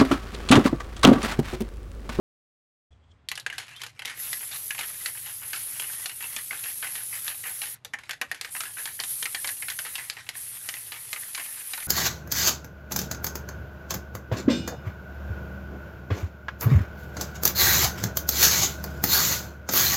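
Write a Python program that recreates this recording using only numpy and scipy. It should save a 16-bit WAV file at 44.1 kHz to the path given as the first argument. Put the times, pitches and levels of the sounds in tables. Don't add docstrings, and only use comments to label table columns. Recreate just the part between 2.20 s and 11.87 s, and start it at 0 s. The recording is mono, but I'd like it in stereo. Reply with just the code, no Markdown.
import sys
import numpy as np
from scipy import signal
from scipy.fft import rfft, irfft, next_fast_len
from scipy.io import wavfile
from scipy.ndimage import uniform_filter1d, minimum_filter1d, map_coordinates

SR = 44100
rng = np.random.default_rng(int(sys.argv[2]) if len(sys.argv) > 2 else 0)


def dump(signal):
    limited = np.clip(np.atleast_2d(signal).T, -1, 1)
    pcm = np.round(limited * 32767).astype(np.int16)
    wavfile.write(sys.argv[1], SR, pcm)


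def elevation(decibels):
    levels = np.asarray(decibels, float)
    return 10 ** (levels / 20)


N = 426447
START_S = 0.706

# (time [s], low thump [dB], glove creak [dB])
SETTLE = [
    (0.725, -49, -66),
    (0.84, -70, -70),
    (0.92, -48.5, -60.5),
    (0.992, -75, -80),
    (1.068, -58, -102),
]
THUMP_S, CREAK_S, CREAK_REST_DB = 0.056, 0.011, -89
# (frequency [Hz], level [dB])
THUMP = [(40, -32), (65, 0), (80, 2), (97, -6), (160, -48)]
# (frequency [Hz], level [dB])
CREAK = [(2600, -38), (3050, -6), (3350, 4), (3700, -12), (4200, -18), (8000, -20), (9500, -56)]
# (frequency [Hz], density [dB per Hz])
AIR = [(15, -33), (25, -7), (112, 0.5), (219, -9), (500, -16), (569, -17), (756, -17), (3300, -29.5),
       (3950, -33.5), (12000, -60), (15600, -96), (22000, -120)]
AIR_DB, DULL_HZ = -65.5, 9100
# (frequency [Hz], left-right likeness [0-1])
AIR_ALIKE = [(100, 1), (300, 0.2), (1500, 0.42), (5000, 0.053)]
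# (time [s], hum level [dB])
FAN = [
    (1.05, -66),
    (1.14, -61),
    (3.57, -60),
    (3.86, -65),
    (8.88, -63.5),
    (9.11, -79),
    (9.67, -68),
]
# (frequency [Hz], level [dB])
HUM = [(30, -57), (60, -11), (90, -3.5), (117, -8.5), (135, -1), (180, -29), (400, -32), (1200, -52)]
# (frequency [Hz], level against the hum [dB])
MOTOR = [(118.4, -3), (108.4, -10)]

# (time [s], peak [dB], loudest wall note [Hz], brightness [dB], low body [dB])
CRACKS = [(1.0873, -14.5, 4370, -2, -10), (1.1153, -14, 1980, -8, 1), (1.1546, -20.5, 3500, -1, 0),
          (1.1984, -22, 3900, 1, 0), (1.617, -17, 3150, -5, 1), (1.8553, -15, 3850, 0.5, 2),
          (2.1303, -13.5, 2020, -8.5, -4.5), (2.8594, -12.5, 4500, -8.5, -6.5),
          (3.5972, -10.5, 2720, -6, 1.5), (3.8586, -9.5, 4020, -4.5, 1), (4.1634, -14, 3060, -4, 3),
          (5.6481, -20.5, 3520, -3, 9), (5.9091, -15, 3470, -9, -1.5), (6.2119, -14, 4240, -4.5, 3),
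          (6.4051, -14, 4030, -8.5, -6), (6.6562, -16.5, 3290, -6, -5), (6.8005, -12.5, 2970, -7, -1),
          (6.8368, -16, 3130, -6.5, 1.5), (7.0271, -14.5, 3160, -5, 2), (7.147, -12, 1740, -11, -4),
          (7.2733, -15, 4000, -3.5, 0), (7.501, -13, 1810, -4, -4), (7.7545, -15, 2750, -8.5, -11),
          (7.899, -11.5, 2310, -3, 0.5), (8.0901, -15.5, 2180, -2.5, 1), (8.4888, -14, 3070, -6.5, -3.5),
          (8.9299, -15.5, 2100, -6.5, 1.5), (9.148, -14.5, 2350, -7.5, -8), (9.603, -22, 2000, -5.5, 5),
          (2.5904, -16.5, 2950, -7, 4), (5.0801, -15.5, 1800, 0, 5)]
# (time [s], peak [dB], note [Hz], brightness [dB], low body [dB])
KNOCKS = [(1.1761, -22, 2880, -11, 0), (1.2632, -14.5, 1610, -15, -2), (1.3001, -21, 2120, -18.5, -3),
          (1.603, -35, 2130, -9, 0), (1.635, -20.5, 2860, -12, -5), (1.6644, -24.5, 2170, -7.5, -3),
          (1.7928, -22.5, 2070, -11, 0), (1.82, -25, 2090, -15, -0.5), (2.5062, -15.5, 1705, -16, -9),
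          (2.548, -25, 2180, -13, -1), (4.041, -27, 2700, -17, 4), (3.895, -23.5, 2610, -12, -6),
          (5.835, -34.5, 2170, -11.5, 1), (5.8933, -17.5, 1650, -15.5, -5), (5.9317, -23.5, 1700, -8.5, 4),
          (6.014, -12.5, 2340, -13, 4.5), (6.1145, -12, 1720, -14, -1), (6.2471, -18.5, 1840, -14.5, -5),
          (6.3647, -21.5, 1870, -13, -3), (6.4353, -23.5, 1380, -10, 0), (7.0556, -14, 2100, -10, -1),
          (7.2448, -17.5, 2320, -10.5, 6), (7.2904, -19.5, 1780, -13.5, -5), (7.4839, -16, 2200, -12, 0),
          (7.589, -14.5, 1500, -11, -2.5), (8.1529, -29, 1970, -9.5, 7), (8.5398, -20.5, 1950, -10.5, -2),
          (9.1965, -22, 2070, -15, -2), (9.5345, -16, 3950, -13.5, -6), (9.577, -22.5, 1450, -9, 5)]
# (time [s], peak [dB], note [Hz])
THUDS = [(2.2066, -31, 2520), (2.2277, -29.5, 2140), (2.885, -29, 2070), (2.9511, -33.5, 1710),
         (2.9737, -32.5, 2620), (3.6415, -27.5, 2880), (4.3081, -19, 2050), (4.328, -24, 1390),
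         (4.355, -32, 1730), (5.2372, -26, 2020), (5.7357, -13.5, 1786), (5.787, -29, 1790),
         (6.3504, -23, 1760), (6.6884, -28, 1700), (7.423, -22.5, 2010), (7.5165, -27, 1930),
         (6.792, -27, 1800), (7.968, -24.5, 1865), (8.567, -28.5, 2660), (8.961, -21.5, 2170),
         (9.177, -22, 2250), (9.3109, -35, 1770), (9.6253, -27.5, 2300)]
# (time [s], peak [dB], note [Hz], brightness [dB])
TUMBLES = [(1.3264, -26.5, 1630, -12), (1.3814, -17, 3040, -7), (1.4664, -39, 2150, -6),
           (1.481, -32, 2570, -14), (1.564, -32.5, 3370, 0), (1.876, -21.5, 2150, -10),
           (1.897, -21.5, 2110, -11), (3.332, -18.5, 2830, -8), (3.361, -22.5, 2100, -3),
           (4.0064, -25, 1890, -17), (4.439, -21, 2700, -7), (4.6266, -19, 2160, -17.5),
           (4.7543, -19.5, 1810, -7.5), (5.4173, -19.5, 3040, -8), (5.4583, -23, 1830, 0),
           (6.1457, -26.5, 1700, -10), (6.4542, -27, 1650, -12), (7.65, -24, 1900, -11.5),
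           (7.7809, -23, 1890, -13.5), (8.7199, -22.5, 4080, -10.5), (1.8496, -24.5, 1990, -14)]
# (time [s], peak [dB], note [Hz], brightness [dB])
ROLLS = [
    (2.314, -26, 3650, -5.5),
    (2.589, -24, 2860, -9),
    (3.0594, -28, 2900, -11),
    (3.216, -35, 3000, -40),
    (4.9274, -27.5, 2100, -16),
    (5.2521, -27, 2020, -48),
    (6.569, -28.5, 1530, -31),
]
# (time [s], peak [dB], note [Hz])
REBOUNDS = [(1.3992, -28, 2130), (1.4274, -36, 2030), (2.17, -30.5, 2250), (2.3402, -34, 3230),
            (2.5802, -22.5, 2980), (2.609, -19.5, 2830), (2.6322, -24, 1810), (2.815, -40, 2000),
            (3.075, -34, 2830), (3.0956, -34, 2650), (3.1111, -35, 1680), (3.2316, -30.5, 2440),
            (3.3512, -31, 1800), (3.4117, -38, 2380), (3.6207, -26, 2940), (3.699, -31, 1610),
            (3.9147, -29, 2960), (4.0252, -25, 2820), (4.1873, -27.5, 1900), (4.343, -26, 1490),
            (4.457, -27.5, 1620), (4.4854, -30, 3470), (4.502, -33.5, 2940), (4.6437, -22, 1930),
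            (4.6692, -26, 2280), (4.7774, -27, 3020), (4.804, -35, 1480), (5.099, -26.5, 1840),
            (5.1185, -30, 1750), (5.145, -33.5, 3860), (5.2698, -28, 1570), (5.4361, -24, 4080),
            (5.4698, -30, 2990), (2.329, -37, 2500), (6.4662, -31.5, 1700), (6.583, -23, 1850),
            (6.594, -29, 1660), (6.6116, -41, 1970), (6.675, -26.5, 1760), (7.3678, -41, 2820),
            (7.6642, -27, 1260), (7.796, -28.5, 2100), (7.9244, -35, 1770), (7.9852, -31.5, 1720),
            (8.066, -34, 2270), (8.7405, -30.5, 2695), (8.7623, -31, 2280), (8.972, -30, 1750),
            (9.2114, -31, 2130)]
THUD_DB, REBOUND_DB = -17.5, -13
HOPS_DB, HOPS_FOLLOW = -18, 0.14
TUMBLE_DB, ROLL_DB = -5.5, 29
# (frequency [Hz], level [dB])
WALL = [(120, -56), (200, -13), (249, -26.5), (665, -19.5), (842, -11.5), (1110, -13), (1810, -3.5),
        (3480, -4), (4180, -5), (11600, -17.5), (15500, -32)]
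# (frequency [Hz], t60 [s])
RING = [(300, 0.13), (1000, 0.073), (1750, 0.058), (2500, 0.049), (5500, 0.042), (12000, 0.035)]
# (frequency [Hz], relative width, lift [dB])
SHELL = [(6860, 0.088, 4), (10860, 0.14, 5.5)]
BODY_HZ = 1450
SOFT_S, SOFT_PER_DB, CRACK_PER_DB = 0.00017, 0.65, 0.83
NOTE_DB, NOTE_T60_S = -10.5, 0.022
SNAP_DB, SNAP_HZ, SNAP_S = -4.5, 3900, 0.00029
# (frequency [Hz], left minus right [dB])
CAN_LEAN = [(200, 1.5), (600, -0.5), (1500, -1.5), (3000, -2.5), (6000, -1), (10000, -0.5)]
# (frequency [Hz], t60 [s])
BOOTH = [(300, 0.1), (2000, 0.17), (10000, 0.13)]

# (time [s], level [dB], length [s])
SWINGS = [(1.32, -47, 0.36), (1.494, -50.5, 0.063), (1.554, -56, 0.034), (1.605, -45, 0.097),
          (1.73, -58.5, 0.035), (1.782, -53, .02), (1.864, -37.5, 0.27), (2.29, -40.5, 0.11),
          (2.576, -38, 0.076), (2.68, -39.5, 0.22), (3.033, -45.5, 0.084), (3.205, -47, 0.065),
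          (3.287, -42.5, 0.58), (3.56, -48, 0.32), (4.008, -40.5, 0.21), (4.324, -40.5, 0.084),
          (4.434, -39.5, 0.084), (4.626, -43.5, 0.21), (4.925, -45, 0.19), (5.265, -45, 0.1),
          (5.39, -47.5, 0.18), (5.08, -39, 0.041), (5.735, -58, .01), (5.748, -58, 0.32), (5.87, -54, .03),
          (6.032, -53, 0.063), (6.111, -48, 0.063), (6.226, -40.5, 0.07), (6.37, -48, 0.14),
          (6.575, -45.5, 0.15), (6.81, -56, 0.071), (7.053, -47, 0.27), (7.504, -39, 0.02),
          (7.633, -44.5, 0.37), (7.994, -47.5, 0.2), (8.23, -45, 0.46), (8.723, -43, 0.39),
          (9.154, -41, 0.62)]
RISE_S, SAG_DB_PER_S, SETTLE_S, STIR_DB = 0.029, 1.5, 0.011, -71
# (frequency [Hz], level [dB])
SLOSH = [(300, -25.5), (800, -16.5), (1300, -12), (1900, -6), (2800, -9.5), (3600, -11.5), (5000, -14.5),
         (10000, -20.5), (14000, -29)]

# (time [s], length [s], first pitch [Hz], last pitch [Hz], level [dB])
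SKIDS = [(1.329, 0.033, 1745, 2010, -47), (1.487, 0.055, 2500, 2730, -53), (1.502, 0.031, 1620, 1640, -54),
         (1.552, 0.037, 2990, 3280, -48), (1.555, .03, 3500, 3600, -51), (1.604, 0.014, 2050, 2160, -54),
         (2.733, 0.023, 2200, 1840, -50), (3.763, 0.1, 1850, 1950, -52), (3.893, 0.016, 2800, 2780, -39),
         (7.067, 0.024, 1360, 1300, -48), (7.157, .035, 1800, 1780, -45), (7.296, 0.019, 1790, 1780, -44),
         (4.025, 0.037, 2750, 2630, -49), (4.084, 0.036, 2160, 2020, -53), (8.75, 0.042, 2250, 2260, -51),
         (9.276, 0.044, 1800, 1770, -53)]
SKID_EDGE_S, SKID_WAVER_HZ, SKID_ROUGH_DB = 0.0076, 68.7, 4

# (start [s], end [s], level [dB], drift [dB per s], lower edge of bright band [Hz])
LEAKS = [
    (1.916, 1.976, -57.5, 40, 7500),
    (6.21, 6.296, -46, -7, 7500),
    (7.894, 8.15, -59, -31, 8100),
]
# (start [s], end [s], level [dB], drift [dB per s], lower edge of bright band [Hz])
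PRESSES = [
    (1.96, 5.545, -39.5, 2.5, 9140),
    (6.283, 7.908, -40, -9, 8750),
    (8.13, 9.7, -37, 4.5, 8740),
]
OPEN_S, CLOSE_S = 0.039, 0.0032
FRESH_DB, FRESH_S = -0.5, 0.24
# (time [s], gain [dB], edge shift [Hz])
AIM = [(2.1, 11, 1200), (2.2, 8, 900), (3.6, 5, -100), (3.92, 0.5, -300), (4.14, 3, 0), (4.31, -0.5, -300),
       (4.42, 2, -200), (5.12, 1.5, 350), (6.36, -2.5, -800), (6.51, -6, 0), (6.61, 1.5, 400),
       (6.78, -3, 500), (6.9, 6.5, 0), (7.07, 2, -600), (7.47, 8, -2), (7.87, 5.5, 0), (8.2, 3.5, -600),
       (8.7, -2, 100)]
# (frequency [Hz], density [dB per Hz])
NOZZLE = [(300, -29.5), (800, -28), (1800, -21), (3500, -16.5), (5000, -16.5), (8000, -12.5), (10000, -13),
          (11300, -12), (12400, -16), (14000, -22), (15700, -21)]
# (frequency [Hz], left-right likeness [0-1])
JET_ALIKE = [(300, 1), (1400, 0.68), (3000, 0.089), (7000, 0.12), (9500, 0.64), (15000, 0.25)]

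# (frequency [Hz], level [dB])
CAPSULE = [(7500, -1), (9500, -1), (11200, 1), (13000, -2), (15700, -8)]
# (frequency [Hz], quiet limit [dB], limit under the loudest line [dB],
# mid limit against the local mid level [dB], side limit against the local mid level [dB])
THIN = [(3500, -130, -75, -45, -60), (4870, -130, -74, -30, -46), (8800, -118, -60, -20, -35),
        (9240, -116, -55, -19, 5), (12300, -112, -50, -15, 6), (13300, -110, -48, -4, 7),
        (14200, -96, -36, -11, 7), (15400, -92, -21, -6, 20)]
STREAK_DB, STREAK_HZ, STREAK_RARE = 7, 9400, 2.1

FIRST_CRACK_S = CRACKS[0][0]
now = np.arange(N) / SR


def unit(x):
    return x / np.sqrt(np.mean(x ** 2) + 1e-20)


def along(points, hz):
    f, v = np.transpose(points)
    return np.interp(np.log(hz + 1), np.log(f + 1), v)


def wobble(rate):
    knots = rng.standard_normal(int(N * rate / SR) + 4)
    return map_coordinates(knots, [np.arange(N) * rate / SR])


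def filtered(x, response):
    m = next_fast_len(N + 8192)
    return irfft(rfft(x, m) * response(np.fft.rfftfreq(m, 1 / SR)), m)[..., :N]


def gate(start, end, rise, fall):
    shape = np.zeros(N)
    span = slice(int(start * SR), int((end + 12 * fall) * SR))
    t = np.arange(N)[span] / SR
    shape[span] = np.clip((t - start) / rise, 0, 1) ** 2 * np.exp(-np.clip(t - end, 0, 1) / fall)
    return shape


def half_turn(alike, hz):
    return np.arccos(np.clip(along(alike, hz), -1, 1)) / 2


def rush(spectrum, alike, patchy_db):
    z = signal.stft(rng.standard_normal((2, N)), nperseg=512)[2]
    field = uniform_filter1d(rng.standard_normal(z.shape[1:]), size=6, axis=0)
    field = uniform_filter1d(field, size=8, axis=1)
    pair = signal.istft(z * elevation(patchy_db * unit(field)), nperseg=512)[1][:, :N]

    def colour(hz):
        angle = half_turn(alike, hz)
        return elevation(along(spectrum, hz)) * [np.cos(angle), np.sin(angle)]

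    mid, side = filtered(pair, colour)
    return unit(np.array([mid + side, mid - side]))


def settling():
    thump = sum(elevation(db) * np.exp(-abs(now - s) / THUMP_S) for s, db, _ in SETTLE)
    creak = sum(elevation(db) * np.exp(-abs(now - s) / CREAK_S) for s, _, db in SETTLE)
    creak = creak + elevation(CREAK_REST_DB) * (now < FIRST_CRACK_S)
    hand = thump * elevation(-3.5) * rush(THUMP, AIR_ALIKE, patchy_db=0.0)
    return hand + creak * elevation(1.0 + 2.4 * wobble(130)) * rush(CREAK, AIR_ALIKE, patchy_db=1.2)


def booth_air():
    still = filtered(rush(AIR, AIR_ALIKE, patchy_db=-0.5), lambda hz: hz / (hz + 150))
    return elevation(AIR_DB + 2.5) * unit(still)


def fan():
    s, level_db = np.transpose(FAN)
    hum_db = np.interp(now, np.r_[s[0] - 0.013, s], np.r_[-110, level_db])
    tones = 0
    for hz, db in MOTOR:
        phase = 2 * np.pi * np.cumsum(hz + 2 * wobble(3.3)) / SR
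        tones = tones + elevation(db + 2.3 * wobble(3)) * np.sin(phase)
    rumble = elevation(-1.5) * rush(HUM, AIR_ALIKE, patchy_db=1.2)
    return elevation(hum_db) * (rumble + np.sqrt(2) * tones)


def background():
    bed = fan() + settling() + booth_air()
    dull = filtered(bed, lambda hz: 1 / (1 + (hz / DULL_HZ) ** 30))
    return np.where(now < FIRST_CRACK_S, dull, bed)


def contacts():
    blows = CRACKS + KNOCKS + [(*thud, THUD_DB, 0) for thud in THUDS]
    every = [(*row, HOPS_DB - (1 - HOPS_FOLLOW) * (row[1] + 28.0)) for row in blows]
    every += [(*row, 0, TUMBLE_DB) for row in TUMBLES]
    every += [(*row, 0, ROLL_DB) for row in ROLLS]
    return every + [(*row, REBOUND_DB, 0, HOPS_DB) for row in REBOUNDS]


def wall_colour(f, centre_hz, bright_db, body_db, detune):
    note_lift_db = np.clip(6 - 4.5 * np.log2(centre_hz / 1800), 0, 9)
    colour_db = along(WALL, f) + note_lift_db * np.exp(-(np.log(f / centre_hz) / 0.13) ** 2)
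    colour_db += body_db / (1 + (f / BODY_HZ) ** 4)
    colour_db += (bright_db + 7.5) * np.clip(np.log2(f / 3000) / 0.23, 0, 1)
    for peak_hz, width, lift_db in SHELL:
        colour_db += lift_db * np.exp(-(np.log(f / peak_hz) / width - 0.5 * detune) ** 2)
    clumps = uniform_filter1d(rng.standard_normal(len(f)), size=9)
    return colour_db + 2.6 * unit(clumps)


def note_and_snap(t, centre_hz, bright_db, note_luck, snap_luck, pitch_luck):
    note_db = NOTE_DB - 0.56 * (max(bright_db, -20) + 10) - 1.6 * max(np.log2(centre_hz / 1900), 0)
    note = elevation(note_db + 4.4 * note_luck - 60 * t / NOTE_T60_S) * np.sin(2 * np.pi * centre_hz * t)
    note *= 1 - np.exp(-t / 0.0006)
    snap = elevation(min(SNAP_DB + bright_db, 2.5) + 2.5 * snap_luck) * np.exp(-(t / SNAP_S - 2) ** 2)
    return note + snap * np.sin(2 * np.pi * SNAP_HZ * np.exp(0.13 * pitch_luck) * t)


def knocks(count=20):
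    out = np.zeros((2, N + SR))
    t = np.arange(4096) / SR
    f = np.fft.rfftfreq(len(t), 1 / SR) + 1
    hz = np.geomspace(250, 15000, count)
    bands = np.clip(1 - abs(np.log(f / hz[:, None])) / np.log(hz[1] / hz[0]), 0, 1)
    angle = half_turn(JET_ALIKE, f)
    lasting = 1 / (1 + (t / 0.079) ** 8)
    for s, db, centre_hz, bright_db, body_db, hops_db in contacts():
        mid, side = rfft(rng.standard_normal((2, len(t))))
        ring_luck, level_luck = rng.standard_normal((2, count))
        colour_db = wall_colour(f, centre_hz, bright_db, body_db, ring_luck[1])
        sides = elevation(colour_db) * (np.cos(angle) * mid + np.array([[1], [-1]]) * np.sin(angle) * side)
        t60 = (along(RING, hz) * np.exp(0.11 * ring_luck))[:, None]
        fall = elevation(1.8 * level_luck[:, None] - 60 * t / t60)
        fall += elevation(5 + CRACK_PER_DB * (bright_db + 7) - 60 * t / 0.0026) * (hz[:, None] > 1600)
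        since_hop = (t / (0.017 * np.exp(0.021 * ring_luck[0])) + level_luck[0]) % 1
        fall += lasting * elevation(hops_db - 4.1 * since_hop - 60 * t / (7 * t60))
        blow = (irfft(sides[:, None] * bands, len(t)) * fall).sum(axis=1)
        rise_s = SOFT_S * elevation(-SOFT_PER_DB * np.clip(bright_db + 4, -20, 0))
        blow *= 1 - np.exp(-t / rise_s)
        tone = note_and_snap(t, centre_hz, bright_db, level_luck[1], level_luck[2], ring_luck[2])
        out[:, round(s * SR):][:, :len(t)] += elevation(db + 1.0) * (blow / abs(blow).max() + tone)
    return out[:, :N]


def booth(x):
    hz, t, z = signal.stft(rng.standard_normal((2, SR // 3)), SR, nperseg=256)
    tail = signal.istft(z * elevation(-60 * t / along(BOOTH, hz)[:, None]), SR, nperseg=256)[1]
    late = np.pad(x.mean(axis=0), (130, 0))[None]
    return signal.fftconvolve(late, tail / np.linalg.norm(tail[0]), axes=1)[:, :N]


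def slide():
    grains = elevation(2.2 * wobble(55) + 2.5 * wobble(400))
    motion = elevation(STIR_DB) * gate(FIRST_CRACK_S, 10, RISE_S, 1)
    for s, db, length in SWINGS:
        sagging = elevation(db - SAG_DB_PER_S * np.clip(now - s, 0, 1))
        motion += sagging * gate(s - RISE_S, s + length, RISE_S, SETTLE_S)
    return elevation(-4.5) * motion * unit(grains * rush(SLOSH, AIR_ALIKE, patchy_db=2.5))


def skids():
    waver_hz = SKID_WAVER_HZ * wobble(150)
    rough = elevation(SKID_ROUGH_DB * wobble(120))
    out = np.zeros(N)
    for s, length, first_hz, last_hz, db in SKIDS:
        glide_hz = np.interp(now, [s, s + length], [first_hz, last_hz]) + waver_hz
        sing = np.sin(2 * np.pi * np.cumsum(glide_hz) / SR)
        out += elevation(db + 2.5) * gate(s - SKID_EDGE_S, s + length, SKID_EDGE_S, SKID_EDGE_S) * sing
    return rough * out


def jet():
    sputter = elevation(1.0 * wobble(25) + 1.0 * wobble(300) + 0.92 * wobble(5))
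    hz, t, z = signal.stft(sputter * rush(NOZZLE, JET_ALIKE, patchy_db=1.5), SR, nperseg=512)
    s, turn_db, shift_hz = np.transpose(AIM)
    gain, edge_hz = np.full(N, 1e-7), np.zeros(N)
    for start, end, db, drift, press_edge_hz in LEAKS + PRESSES:
        fresh_db = FRESH_DB * np.exp(-abs(now - start) / FRESH_S)
        drift_db = drift * np.clip(now - (start + end) / 2, -2, 2)
        gain += elevation(db + drift_db + fresh_db) * gate(start, end, OPEN_S, CLOSE_S)
        spraying = (now >= start) & (now < end)
        edge_hz = np.where(spraying, press_edge_hz + np.interp(now, s, shift_hz), edge_hz)
    gain *= elevation(np.interp(now, s, turn_db))
    level_db = np.interp(t, now, 20 * np.log10(gain))
    edge_hz = np.clip(np.interp(t, now, edge_hz), 7500, 11000)
    lift_db = 10.0 + 0.3 * (np.maximum(level_db, -68) + 34.0)
    lift = elevation(lift_db / (1 + (edge_hz / (hz[:, None] + 1)) ** 36) - lift_db)
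    flow = signal.istft(z * lift, SR, nperseg=512)[1][:, :N]
    return elevation(3.5) * gain * unit(flow)


def scene():
    ball = knocks()
    can = elevation([[-0.6], [0.6]]) * ball + elevation(-9.5) * booth(ball) + slide()
    lean = lambda hz: elevation(along(CAN_LEAN, hz) * np.array([[0.5], [-0.5]]))
    return filtered(can + jet(), lean) + background() + elevation([[-1.6], [1.6]]) * skids()


def thin_treble(x):
    mid_side = np.array([x[0] + x[1], x[0] - x[1]]) / 2
    hz, t, z = signal.stft(mid_side, SR, nperseg=1024)
    bins, frames = len(hz), len(t)
    thin_hz, *limits = np.transpose(THIN)
    quiet_db, masked_db, mid_db, side_db = (np.interp(hz, thin_hz, c)[:, None] for c in limits)
    power = uniform_filter1d(abs(z[0]) ** 2, size=17, axis=0)
    local = np.sqrt(abs(uniform_filter1d(power, size=3, axis=1)))
    local = minimum_filter1d(local, size=5, axis=1)
    tiles = rng.standard_normal((2, bins // 16 + 1, frames // 3 + 1))
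    luck = np.repeat(np.repeat(tiles, 16, axis=1), 3, axis=2)[:, :bins, :frames]
    apart_db = np.array([0, -7])[:, None, None] * tiles[1, 0].repeat(3)[:frames]
    luck_db = np.clip(hz[:, None] / 3000 - 2, 0.3, 1) * 9.8 * luck
    limit = local * elevation(np.array([mid_db, side_db]) + luck_db + apart_db)
    top_hz = 15750 - 350 * np.floor(np.clip(1 + 1.5 * tiles[0, 0].repeat(3)[:frames], 0, 4))
    floor = np.maximum(elevation(quiet_db), local.max(axis=0) * elevation(masked_db))
    kept = (abs(z) > np.maximum(limit, floor * elevation(3 * luck))) & (hz[:, None] < top_hz)
    lines = rng.standard_normal((bins // 4 + 1, frames // 3 + 1))
    lines = lines.repeat(4, axis=0).repeat(3, axis=1)[:bins, :frames]
    streaks = elevation(STREAK_DB * (lines > STREAK_RARE) * (hz[:, None] > STREAK_HZ))
    mid, side = signal.istft(z * kept * streaks, SR, nperseg=1024)[1][:, :N]
    return np.array([mid + side, mid - side])


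def band_limit(x):
    return signal.sosfilt(signal.butter(12, 15750, fs=SR, output="sos"), x)


def record(dry):
    def microphones(hz):
        delay_s = np.array([[0.5], [-0.5]]) * 5e-5 / (1 + (hz / 8500) ** 8)
        return np.exp(-2j * np.pi * hz * delay_s) * elevation(along(CAPSULE, hz))

    switched_on = np.clip((now - START_S) / 0.0038, 0, 1)
    mix = switched_on * thin_treble(filtered(dry, microphones))
    return band_limit(mix)


dry = scene()
out = record(dry)
dump(out)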